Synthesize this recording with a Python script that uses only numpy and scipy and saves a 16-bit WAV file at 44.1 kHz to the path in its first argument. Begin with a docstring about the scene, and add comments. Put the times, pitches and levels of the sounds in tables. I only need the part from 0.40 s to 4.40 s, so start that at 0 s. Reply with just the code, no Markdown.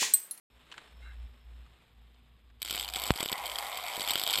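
"""At first a quiet bench: a wavering low hum (a frequency-modulated sine), room air and fingers on the wires
(coloured noise and clicks), faint insects (pulsed narrow-band noise), small ticks and a scuff (resonances).
Then a bare connector is held against a spinning steel chuck and shorts out: the arc strikes again in every
half cycle of the supply, each loud strike a clump of impulse responses, while the connector scrapes on the
steel (clicks through resonances); a faint whine joins, and one big pop (a decaying pressure step)."""
import sys
import numpy as np
from scipy import signal
from scipy.fft import rfft, irfft
from scipy.io import wavfile
from scipy.ndimage import uniform_filter1d

SR = 44100
rng = np.random.default_rng(int(sys.argv[2]) if len(sys.argv) > 2 else 0)


def generate_wav(sig):
    """Save sig (samples, or channels by samples) to the path in sys.argv[1] as 16-bit PCM at SR."""
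    pcm = np.round(np.clip(np.atleast_2d(sig).T, -1, 1) * 32767).astype(np.int16)
    wavfile.write(sys.argv[1], SR, pcm)


def ratio(d):
    """dB to gain"""
    e = np.asarray(d, float) / 20
    return 10 ** e


N = 176400


def evened(x):
    """Normalisation: the signal scaled to an rms of 1."""
    return x / np.sqrt(np.mean(x ** 2) + 1e-20)


def level(rows):
    """Envelope linear in decibels between (t/s, level/dB) rows: silent before the first, held after the last."""
    s, db = np.transpose(rows)
    return ratio(np.interp(np.arange(N) / SR, s, db, left=-200, right=db[-1]))


def causal(points, size=2048):
    """Minimum phase: the Hilbert transform of the log spectrum (f/Hz, level/dB) gives the phase; energy 1."""
    f, db = np.transpose(points)
    hz = abs(np.fft.fftfreq(8192, 1 / SR))
    log_gain = np.log(ratio(np.interp(np.log(hz + 1), np.log(f), db)))
    response = np.fft.ifft(np.exp(log_gain - 1j * signal.hilbert(log_gain).imag)).real[:size]
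    return response / np.linalg.norm(response)


def resonate(x, hz, width):
    """Heterodyne resonance: shift to zero frequency, one-pole low-pass, shift back; gain 1 at its centre."""
    turn = np.exp(2j * np.pi * np.cumsum(hz * np.ones(len(x))) / SR)
    pole = np.exp(-np.pi * width / SR)
    return 2 * (turn * signal.lfilter([1 - pole], [1, -pole], x / turn)).real


def clicks(per_s, spread_db):
    """Poisson-like impulses: random times and signs, exponentially spread decibels, so a few are large."""
    hit, size, sign = rng.random((3, N))
    size_db = spread_db * np.minimum(-np.log(size + 1e-9), 4)
    return (hit < per_s / SR) * ratio(size_db) * np.sign(sign - .5)


def slow(smooth_s):
    """Low-pass random fluctuation: noise through two moving averages, rms 1."""
    span = int(smooth_s * SR)
    return evened(uniform_filter1d(uniform_filter1d(rng.standard_normal(N), span), span))


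def fuzzy(hz, width):
    """Narrow-band noise: white noise through two equal resonances, rms 1."""
    return evened(resonate(resonate(rng.standard_normal(N), hz, width), hz, width))


DRIFT, DRIFT_S = .025, .06  # rms share of pitch; smoothing time, s


def wandering(x, hz, width):
    """Time-varying resonance: two stages whose centre and strength drift as the grip shifts."""
    hz = hz * (1 + DRIFT * slow(DRIFT_S))
    ringing = evened(resonate(resonate(x, hz, width), hz, 2 * width))
    return ratio(2 * slow(DRIFT_S)) * ringing


# Swell of the hum: t/s, level/dB
HUM_SWELL = [(0.1, -80), (0.13, -64.5), (0.39, -76), (0.61, -48.5), (0.7, -46.5), (0.84, -46),
             (0.97, -59.5), (1.08, -50.5), (1.21, -48.5), (1.48, -75.5), (1.6, -54.5), (1.86, -64),
             (2.02, -58.5), (2.54, -54.5), (2.7, -60), (2.72, -37), (2.78, -90), (2.95, -71), (3.04, -60.5),
             (3.61, -74), (3.71, -56.5), (3.86, -97), (3.91, -68), (4.0, -87)]
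# Faint flickering tones above the hum: f/Hz, mean level/dB with the hum at HUM_MID_DB, exponent on the hum's swell
FAINT_TONES = [(115.4, -75, 0.4), (242, -75.5, 0.12)]
HUM_HZ, HUM_WAVER_HZ, HUM_MID_DB = 58.6, .7, -55  # the waver is rms
HUM_FUZZ_DB, HUM_FUZZ_HZ = -9, 22  # against the hum; bandwidth
RUMBLE_HZ, RUMBLE_WIDTH_HZ, RUMBLE_DB = 34, 18, -29  # level against the hum


def hum():
    """Frequency modulation: a low tone swells and wavers, with narrow-band rumble and faint flickering tones."""
    swell = level(HUM_SWELL)
    tone = np.sqrt(2) * np.sin(2 * np.pi * np.cumsum(HUM_HZ + HUM_WAVER_HZ * slow(0.16)) / SR)
    fuzz = ratio(HUM_FUZZ_DB) * fuzzy(HUM_HZ, HUM_FUZZ_HZ)
    rumble = ratio(RUMBLE_DB) * fuzzy(RUMBLE_HZ, RUMBLE_WIDTH_HZ)
    faint = np.zeros(N)
    for hz, db, share in FAINT_TONES:
        strength = ratio(db + 3.4 * slow(0.031)) * (swell / ratio(HUM_MID_DB)) ** share
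        faint += strength * np.sin(2 * np.pi * np.cumsum(hz + 2.5 * slow(0.049)) / SR)
    return swell * (tone + fuzz + rumble) + faint


# Spectrum of the room air: f/Hz, relative level/dB per Hz
AIR_COLOUR = [(44, -14), (75, -10.5), (88, -14.5), (123, -12.5), (146, -12.5), (214, -15), (245, -20),
              (320, -25.5), (499, -21.5), (597, -37), (746, -25), (872, -31.5), (1170, -24.5), (1590, -63),
              (1780, -34), (3640, -27), (5810, -61.5), (13000, -45.5), (15500, -75)]
AIR_DB, AIR_SWELL_DB = -69, 1.2  # the swell is rms


def air():
    """Filtered noise: room air as white noise through a fixed spectrum, swelling slowly."""
    noise = signal.oaconvolve(rng.standard_normal(N), causal(AIR_COLOUR, size=4096))[:N]
    return ratio(AIR_DB + AIR_SWELL_DB * slow(0.27)) * noise


# Loudness of fingers and wires: t/s, level/dB
RUSTLE = [(.1, -70), (.2, -63.5), (.28, -63), (.31, -57), (.35, -57.5), (.5, -60), (.54, -64), (.6, -63.5),
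          (.75, -64.5), (.87, -69), (1.09, -68.5), (1.3, -67), (1.49, -70.5), (2.2, -74.5)]
# Spectrum of the rustle: f/Hz, relative level/dB per Hz
RUSTLE_COLOUR = [(180, -48), (300, -6.5), (821, -7.5), (1300, -7.5), (1590, -8), (2560, -8.5), (3750, -9),
                 (5850, -31), (7750, -20), (13400, -39), (15500, -53)]
RUSTLE_FLICKER_DB = 1.3  # rms


def rustle():
    """Superposed impacts: dense random clicks of fingers and wires, coloured and flickering in level."""
    contacts = signal.oaconvolve(evened(clicks(6000, 3.0)), causal(RUSTLE_COLOUR))[:N]
    return level(RUSTLE) * ratio(RUSTLE_FLICKER_DB * slow(0.025)) * contacts


# Insects: f/Hz, width/Hz, level/dB at the loudest, pulses per s, chirps per s, chirp depth 0-1,
# loudest t/s, loss in dB per s away from it
INSECTS = [(5310, 52, -79.5, 85, 22, 0, 0.59, 17), (4970, 220, -89.5, 150, 29, 0.1, 1.5, 2),
           (13160, 840, -83, 140, 19, 0.26, 0.62, 4.5)]


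def insects():
    """Amplitude modulation: narrow-band noise in fast pulses, throbbing in short chirps."""
    t, out = np.arange(N) / SR, np.zeros(N)
    for hz, width, db, pulses, chirps, depth, peak_s, fade_db in INSECTS:
        pulse = (.5 + .5 * np.cos(2 * np.pi * pulses * t)) ** 3
        chirp = 1 + depth * np.cos(2 * np.pi * chirps * t)
        buzz = resonate(resonate(pulse * chirp * rng.standard_normal(N), hz, width), hz, width * 2)
        out += ratio(db - fade_db * abs(t - peak_s)) * evened(buzz)
    return out


# Ticks of connector and wire: t/s, level/dB before TICK_DB, ring f/Hz
TICKS = [(0.316, -41, 2900), (0.323, -38.5, 3000), (0.341, -43, 1590), (0.379, -36, 1630),
         (1.264, -56, 1350), (1.744, -61, 3580), (2.101, -62, 1520)]
# Spectrum of a tick's crack: f/Hz, relative level/dB per Hz
TICK_COLOUR = [(300, -53), (900, 5), (1600, -1), (3200, 1), (4600, -7.5), (5800, -16), (7500, -8),
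               (9500, -19), (15500, -50)]
TICK_T60, TICK_WIDTH_HZ = 0.038, 310  # decay of the ring, s; width of its narrower stage
TICK_NOISE_DB, TICK_DB = -1.5, -5  # crack before its filter; trim of all ticks


def ticks():
    """Damped resonance: each tick of connector or wire is a decaying ring with a coloured crack."""
    out, t = np.zeros(N), np.arange(2048) / SR
    for s, db, hz in TICKS:
        noise = rng.standard_normal(2048)
        crack = np.convolve(noise * ratio(-90 * t / TICK_T60), causal(TICK_COLOUR))[:2048]
        ring = evened(resonate(resonate(noise, hz, TICK_WIDTH_HZ), hz, 10 * TICK_WIDTH_HZ))
        tick = ring * ratio(-60 * t / TICK_T60) + ratio(TICK_NOISE_DB) * crack
        out[round(s * SR):][:2048] += ratio(db + TICK_DB) * tick
    return out


# Loudness of the scuff: t/s, level/dB
SCUFF = [(.58, -94), (.63, -59), (.66, -55.5), (.72, -61.5), (.77, -86), (.8, -120)]
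# Resonances of the scuff: f/Hz, width/Hz, relative level/dB per Hz of width
SCUFF_BANDS = [(1130, 43, 1), (1610, 250, 3), (2080, 48, 3), (2790, 73, -0.5), (3820, 74, 2),
               (7700, 1600, -21.5)]


def scuff():
    """Friction noise: a finger slides along the wire sleeve and excites drifting resonances."""
    bands = sum(ratio(db) * np.sqrt(width) * wandering(rng.standard_normal(N), hz, width)
                for hz, width, db in SCUFF_BANDS)
    return level(SCUFF) * evened(bands)


STRIKES_PER_S, STRIKE_PHASE = 100, .76  # phase in cycles of the strikes
STRIKE_WIDTHS, STRIKE_SCATTER, STRIKE_SPREAD_DB = (.015, .08), .09, 1.5  # cycles, rms cycles, rms dB


def burning():
    """Periodic reignition: the arc strikes every half cycle, a little early or late, short or long, weak or strong."""
    turn = np.arange(N) / SR * STRIKES_PER_S - STRIKE_PHASE
    cycle = np.round(turn).astype(int) + 1
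    early, long, strong = rng.standard_normal((cycle.max() + 1, 3))[cycle].T
    width = np.interp(abs(long), [0, 1.5], STRIKE_WIDTHS)
    offset = turn - cycle + 1 - STRIKE_SCATTER * early
    gate = np.exp(-.5 * (offset / width) ** 2) / np.sqrt(width)
    return gate * ratio(STRIKE_SPREAD_DB * strong)


# Spectrum of one snap: f/Hz, relative level/dB per Hz
SNAP_COLOUR = [(180, -78.5), (300, -16), (620, -22), (1000, -14), (1850, -13), (2570, -6), (2790, -9),
               (3240, 2), (3880, -6), (4890, -7.5), (6370, -31), (7600, -9), (9950, -23.5), (12300, -15),
               (13600, -12.5), (15500, -20)]
# The microphone port lets the treble in late: f/Hz, delay/ms
PORT_LAG = [(6000, 0), (7400, 1.2), (8600, 1.4), (10500, .2)]
FIZZ_MS, COLOUR_SPREAD_DB = .12, 2  # decay of the crack; spread of its colour
ECHO_MS, ECHO_DB = 1.35, -9  # off the motor can
BENCH_T60, BENCH_DB, BENCH_GAP_MS = .035, -14, 1.5  # scatter: decay in s, level, delay
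PORT_HZ, PORT_T60, PORT_DB, PORT_RISE_MS = 7950, .015, -12.5, 2  # ringing of the port, decay in s


def snap():
    """Impulse response: a sharp crack, its echo, scatter off the bench, and late, ringing treble."""
    t, hz = np.arange(2048) / SR, np.fft.rfftfreq(8192, 1 / SR)
    first, scatter = rng.standard_normal((2, 2048))
    fizz = np.sign(first) * np.exp(-t * 1000 / FIZZ_MS) * (abs(first) > .9)
    fizz[0] = 2
    echo_lag = round(ECHO_MS / 1000 * SR * (1 + first[0] / 20))
    fizz += ratio(ECHO_DB) * np.roll(fizz, echo_lag)
    scatter *= ratio(-60 * t / BENCH_T60) * (t > BENCH_GAP_MS / 1000)
    paths = fizz / np.linalg.norm(fizz) + ratio(BENCH_DB) * scatter / np.linalg.norm(scatter)
    colour = [(f, db + COLOUR_SPREAD_DB * rng.uniform(-0.058, 1)) for f, db in SNAP_COLOUR]
    # the phase is the group delay summed over frequency
    lag = np.cumsum(np.interp(hz, *np.transpose(PORT_LAG))) / 1000 * hz[1]
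    spectrum = rfft(causal(colour), 8192) * rfft(paths, 8192) * np.exp(-2j * np.pi * lag)
    crack = irfft(spectrum)[:2048]
    rise = np.minimum(t * 1000 / PORT_RISE_MS, 1) ** 2
    ring = rise * ratio(-60 * t / PORT_T60) * np.sin(2 * np.pi * PORT_HZ * (1 + first[1] / 40) * t)
    return crack / np.linalg.norm(crack) + ratio(PORT_DB) * ring / np.linalg.norm(ring)


SNAP_KINDS = 8


def heard(drive):
    """Convolution: every stretch of 147 samples of the arc gets one of the kinds of snap."""
    kind = np.repeat(rng.integers(0, SNAP_KINDS, N // 147 + 1), 147)[:N]
    return sum(signal.oaconvolve(drive * (kind == k), snap())[:N] for k in range(SNAP_KINDS))


# Loud strikes: t/s, length/ms, level/dB before SPARK_DB and growth with length, air puff level/dB before PUFF_DB
SPARKS = [(2.2186, 1.68, -21, -63), (2.2279, 0.45, -16.5, -44), (2.249, 1.65, -25, -62),
          (2.284, 1.1, -30, -58), (2.3013, 0.11, -29, -53), (2.3083, 2.26, -18.5, -37),
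          (2.3268, 0.36, -24.5, -38), (2.337, 3.5, -26, -66), (2.3476, 2.9, -24.5, -38),
          (2.3571, 2.1, -26, -41), (2.379, 0.16, -27, -62), (2.396, 1.95, -27.5, -51),
          (2.41, 0.2, -20.5, -50), (2.4465, 0.38, -27, -68), (2.479, 1.16, -26.5, -72),
          (2.4873, 1.65, -24, -72), (2.5, 0.15, -22.5, -70), (2.5369, 2.97, -24, -56),
          (2.5594, 0.71, -17.5, -38), (2.5685, 0.14, -19, -40.5), (2.59, 0.71, -30, -63),
          (2.598, 0.55, -22, -51), (2.618, 2.4, -23.5, -53), (2.6366, 1.94, -21.5, -42),
          (2.6583, 2.5, -34, -58), (2.667, 0.62, -24, -47), (2.677, 0.44, -22.5, -43),
          (2.6852, 1.1, -27, -43), (2.7589, 1.6, -25, -37.5), (2.805, 2.43, -20.5, -28.5),
          (2.829, 0.12, -13.5, -27.5), (2.8594, 0.4, -18.5, -31.5), (2.9175, 0.15, -17, -33),
          (2.9276, 2.7, -18.5, -29.5), (2.98, 0.42, -26, -45), (3.0582, 0.24, -22.5, -67),
          (3.066, 0.11, -20.5, -69), (3.078, 0.17, -27, -69), (3.0975, 1.67, -25.5, -68),
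          (3.117, 1.4, -27, -68), (3.1567, 1.8, -26.5, -73), (3.186, 0.65, -17, -56),
          (3.2475, 1.5, -33.5, -70), (3.3726, 3.0, -25, -53), (3.4828, 1.26, -26, -66),
          (3.578, 0.15, -38, -33), (3.597, 0.86, -22, -33.5), (3.607, 2.2, -22.5, -39),
          (3.6162, 3.2, -23.5, -39), (3.6759, 1.3, -20, -40), (3.686, 2.8, -21.5, -67),
          (3.6954, 3, -20.5, -49), (3.7059, 2.03, -16, -62), (3.7135, 3.6, -24, -38.5),
          (3.7344, 3.2, -22, -51), (3.746, 0.4, -29, -57), (3.7562, 0.61, -14, -33),
          (3.7774, 1.14, -22, -44), (3.7847, 2.5, -26, -45), (3.7967, 2, -20, -46),
          (3.8156, 0.2, -16.5, -48), (3.8368, 0.24, -16, -40), (3.8653, 0.31, -16.5, -55),
          (3.8757, 1.3, -18, -46), (3.887, 0.38, -25, -67), (3.8989, 0.27, -16.5, -52),
          (3.9046, 3.1, -21.5, -67), (3.9146, 3.2, -23, -59), (3.9287, 0.76, -17, -65),
          (3.935, 4.6, -16.5, -62), (3.944, 3.3, -21, -59), (3.9559, 3.06, -16.5, -60),
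          (3.965, 2.5, -26, -42), (3.9742, 3.8, -21, -40), (3.9846, 3.1, -18, -37),
          (3.9937, 2.5, -28.5, -35.5)]
# Small strikes: t/s, level/dB
ARC = [(2.2, -56), (2.232, -72), (2.243, -54), (2.256, -40), (2.3, -39.5), (2.45, -38.5), (2.465, -50),
       (2.5, -51), (2.518, -48), (2.535, -42.5), (2.69, -39), (2.712, -33), (2.722, -52), (2.75, -47.5),
       (2.81, -37), (2.87, -44), (2.9, -41), (2.95, -48), (3.05, -45.5), (3.22, -47.5), (3.42, -45),
       (3.6, -42.5), (4.0, -38.5)]
# Sizzle between the small strikes, before the gate of the strikes is added: t/s, level/dB
BETWEEN = [(2.2, -6), (2.9, -7), (3.05, -2), (3.5, 0), (3.65, -1)]
SNAPS_PER_MS, SNAP_SPREAD_DB, SPARK_DB = 1.6, 4, -7  # snaps are spread over twice SNAP_SPREAD_DB
ARC_SNAPS_PER_S, ARC_SPREAD_DB = 4000, 2.2
PUFF_HZ, PUFF_MS, PUFF_DB = 247, 0.44, 3  # puff: pitch, rise time, trim


def sparks():
    """Impulse trains: each loud strike opens and ends with a snap, random ones between, and pushes a puff of air."""
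    drive, push = np.zeros(N + SR), np.zeros(N)
    draws = rng.random((len(SPARKS), 3, 12))
    for (s, ms, db, puff_db), (when, size, sign) in zip(SPARKS, draws):
        when = np.concatenate([[0, 1], when[2:]])
        size = size * np.where(when == 0, .5, 1)  # the opening snap tends to be strong
        used = np.arange(12) < 1.5 + ms * SNAPS_PER_MS
        size = ratio(-SNAP_SPREAD_DB * 2 * size) * used * np.sign(sign - .6)
        size *= ratio(db) * (1 + ms) ** .5 / np.linalg.norm(size)  # longer strikes carry more energy
        np.add.at(drive, np.round((s + when * ms / 1000) * SR).astype(int), size)
        push[round(s * SR)] = ratio(puff_db)
    small = evened(clicks(ARC_SNAPS_PER_S, ARC_SPREAD_DB) * (burning() + level(BETWEEN)))
    drive = ratio(SPARK_DB) * np.sqrt(SR / 1000) * drive[:N] + level(ARC) * small
    u = np.arange(1000) / SR / (PUFF_MS / 1000)  # time in units of the rise
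    puff = u * np.exp(1 - u) * np.cos(2 * np.pi * PUFF_HZ * PUFF_MS / 1000 * u)
    return heard(drive) + ratio(PUFF_DB) * signal.oaconvolve(push, puff)[:N]


# Loudness of the scrape: t/s, level/dB
SCRAPE = [(2.2, -89), (2.214, -74), (2.344, -46.5), (2.53, -54.5), (2.576, -43.5), (2.69, -42),
          (2.706, -35.5), (2.72, -50), (2.81, -38), (2.866, -54.5), (2.91, -41.5), (3.448, -41.5),
          (3.728, -41.5), (3.864, -48), (3.874, -40.5), (3.988, -44), (4.0, -61)]
# Resonances of the steel: f/Hz, width/Hz of the narrower stage, relative level/dB
STEEL = [(509, 188, -11), (775, 170, 5), (769, 44, -7), (947, 127, -0.5), (1233, 360, -5), (2177, 370, 1.5),
         (11000, 7400, -3)]
SCRAPES_PER_S, SCRAPE_SPREAD_DB, SCRAPE_THROB = 2500, 3.5, 0.043  # throb: depth at the rate of the strikes


def scrape():
    """Source and filter: the connector drags over the turning steel and rings its broad resonances."""
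    turn = np.arange(N) / SR * STRIKES_PER_S - STRIKE_PHASE
    throb = 1 + SCRAPE_THROB * np.cos(2 * np.pi * turn)
    drive = clicks(SCRAPES_PER_S, SCRAPE_SPREAD_DB) * throb
    # neighbouring resonances alternate in sign
    body = sum((-1) ** k * ratio(db) * wandering(drive, hz, width) for k, (hz, width, db) in enumerate(STEEL))
    return level(SCRAPE) * evened(body)


# A faint whine in the arc: t/s, level/dB
WHINE = [(2.3, -85), (2.44, -67), (2.82, -68), (2.9, -85)]
WHINE_HZ, WHINE_WIDTH_HZ = 9900, 130


def whine():
    """Narrow-band noise: a band slender enough to be heard as a faint, rough pitch."""
    return level(WHINE) * fuzzy(WHINE_HZ, WHINE_WIDTH_HZ)


POP_S, POP_DB, POP_MS = 2.70597, -6, 1.55  # start, level and decay of the step
POP_DIP_DB, POP_DIP_MS = -11, .2
POP_CUT_HZ, POP_TOP_HZ = 84, 6000


def pop():
    """Pressure step: it sinks away after a tiny dip, bent by the low cut of the microphone."""
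    t = np.arange(N) / SR - POP_S
    step = ratio(POP_DB) * (t > 0) * np.exp(-abs(t) * 1000 / POP_MS)
    dip = ratio(POP_DIP_DB) * np.exp(-((t * 1000 + POP_DIP_MS / 2) / (POP_DIP_MS / 3)) ** 2)
    band = signal.butter(2, (POP_CUT_HZ, POP_TOP_HZ), "band", fs=SR, output="sos")
    return signal.sosfilt(band, step - dip)


def scene():
    """Superposition: the pressures of all sources add, in one channel."""
    bench = hum() + air() + rustle() + insects() + ticks() + scuff()
    short_circuit = sparks() + scrape() + whine() + pop()
    return (bench + short_circuit)[None]


def top_cut(x):
    """Nothing passes above the cut-off."""
    return signal.sosfilt(signal.butter(12, 15690, fs=SR, output="sos"), x)


EDGE_HZ, START_S = 14470, 0.1


def record(dry):
    """Band limitation: a linear-phase low-pass; the sound starts after a short silence."""
    limited = signal.oaconvolve(dry, signal.firwin(101, EDGE_HZ, fs=SR)[None], "same")
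    fade_in = np.clip((np.arange(N) / SR - START_S) / 0.0019, 0, 1)  # over 1.9 ms
    return top_cut(limited * fade_in)


dry = scene()
out = record(dry)
generate_wav(out)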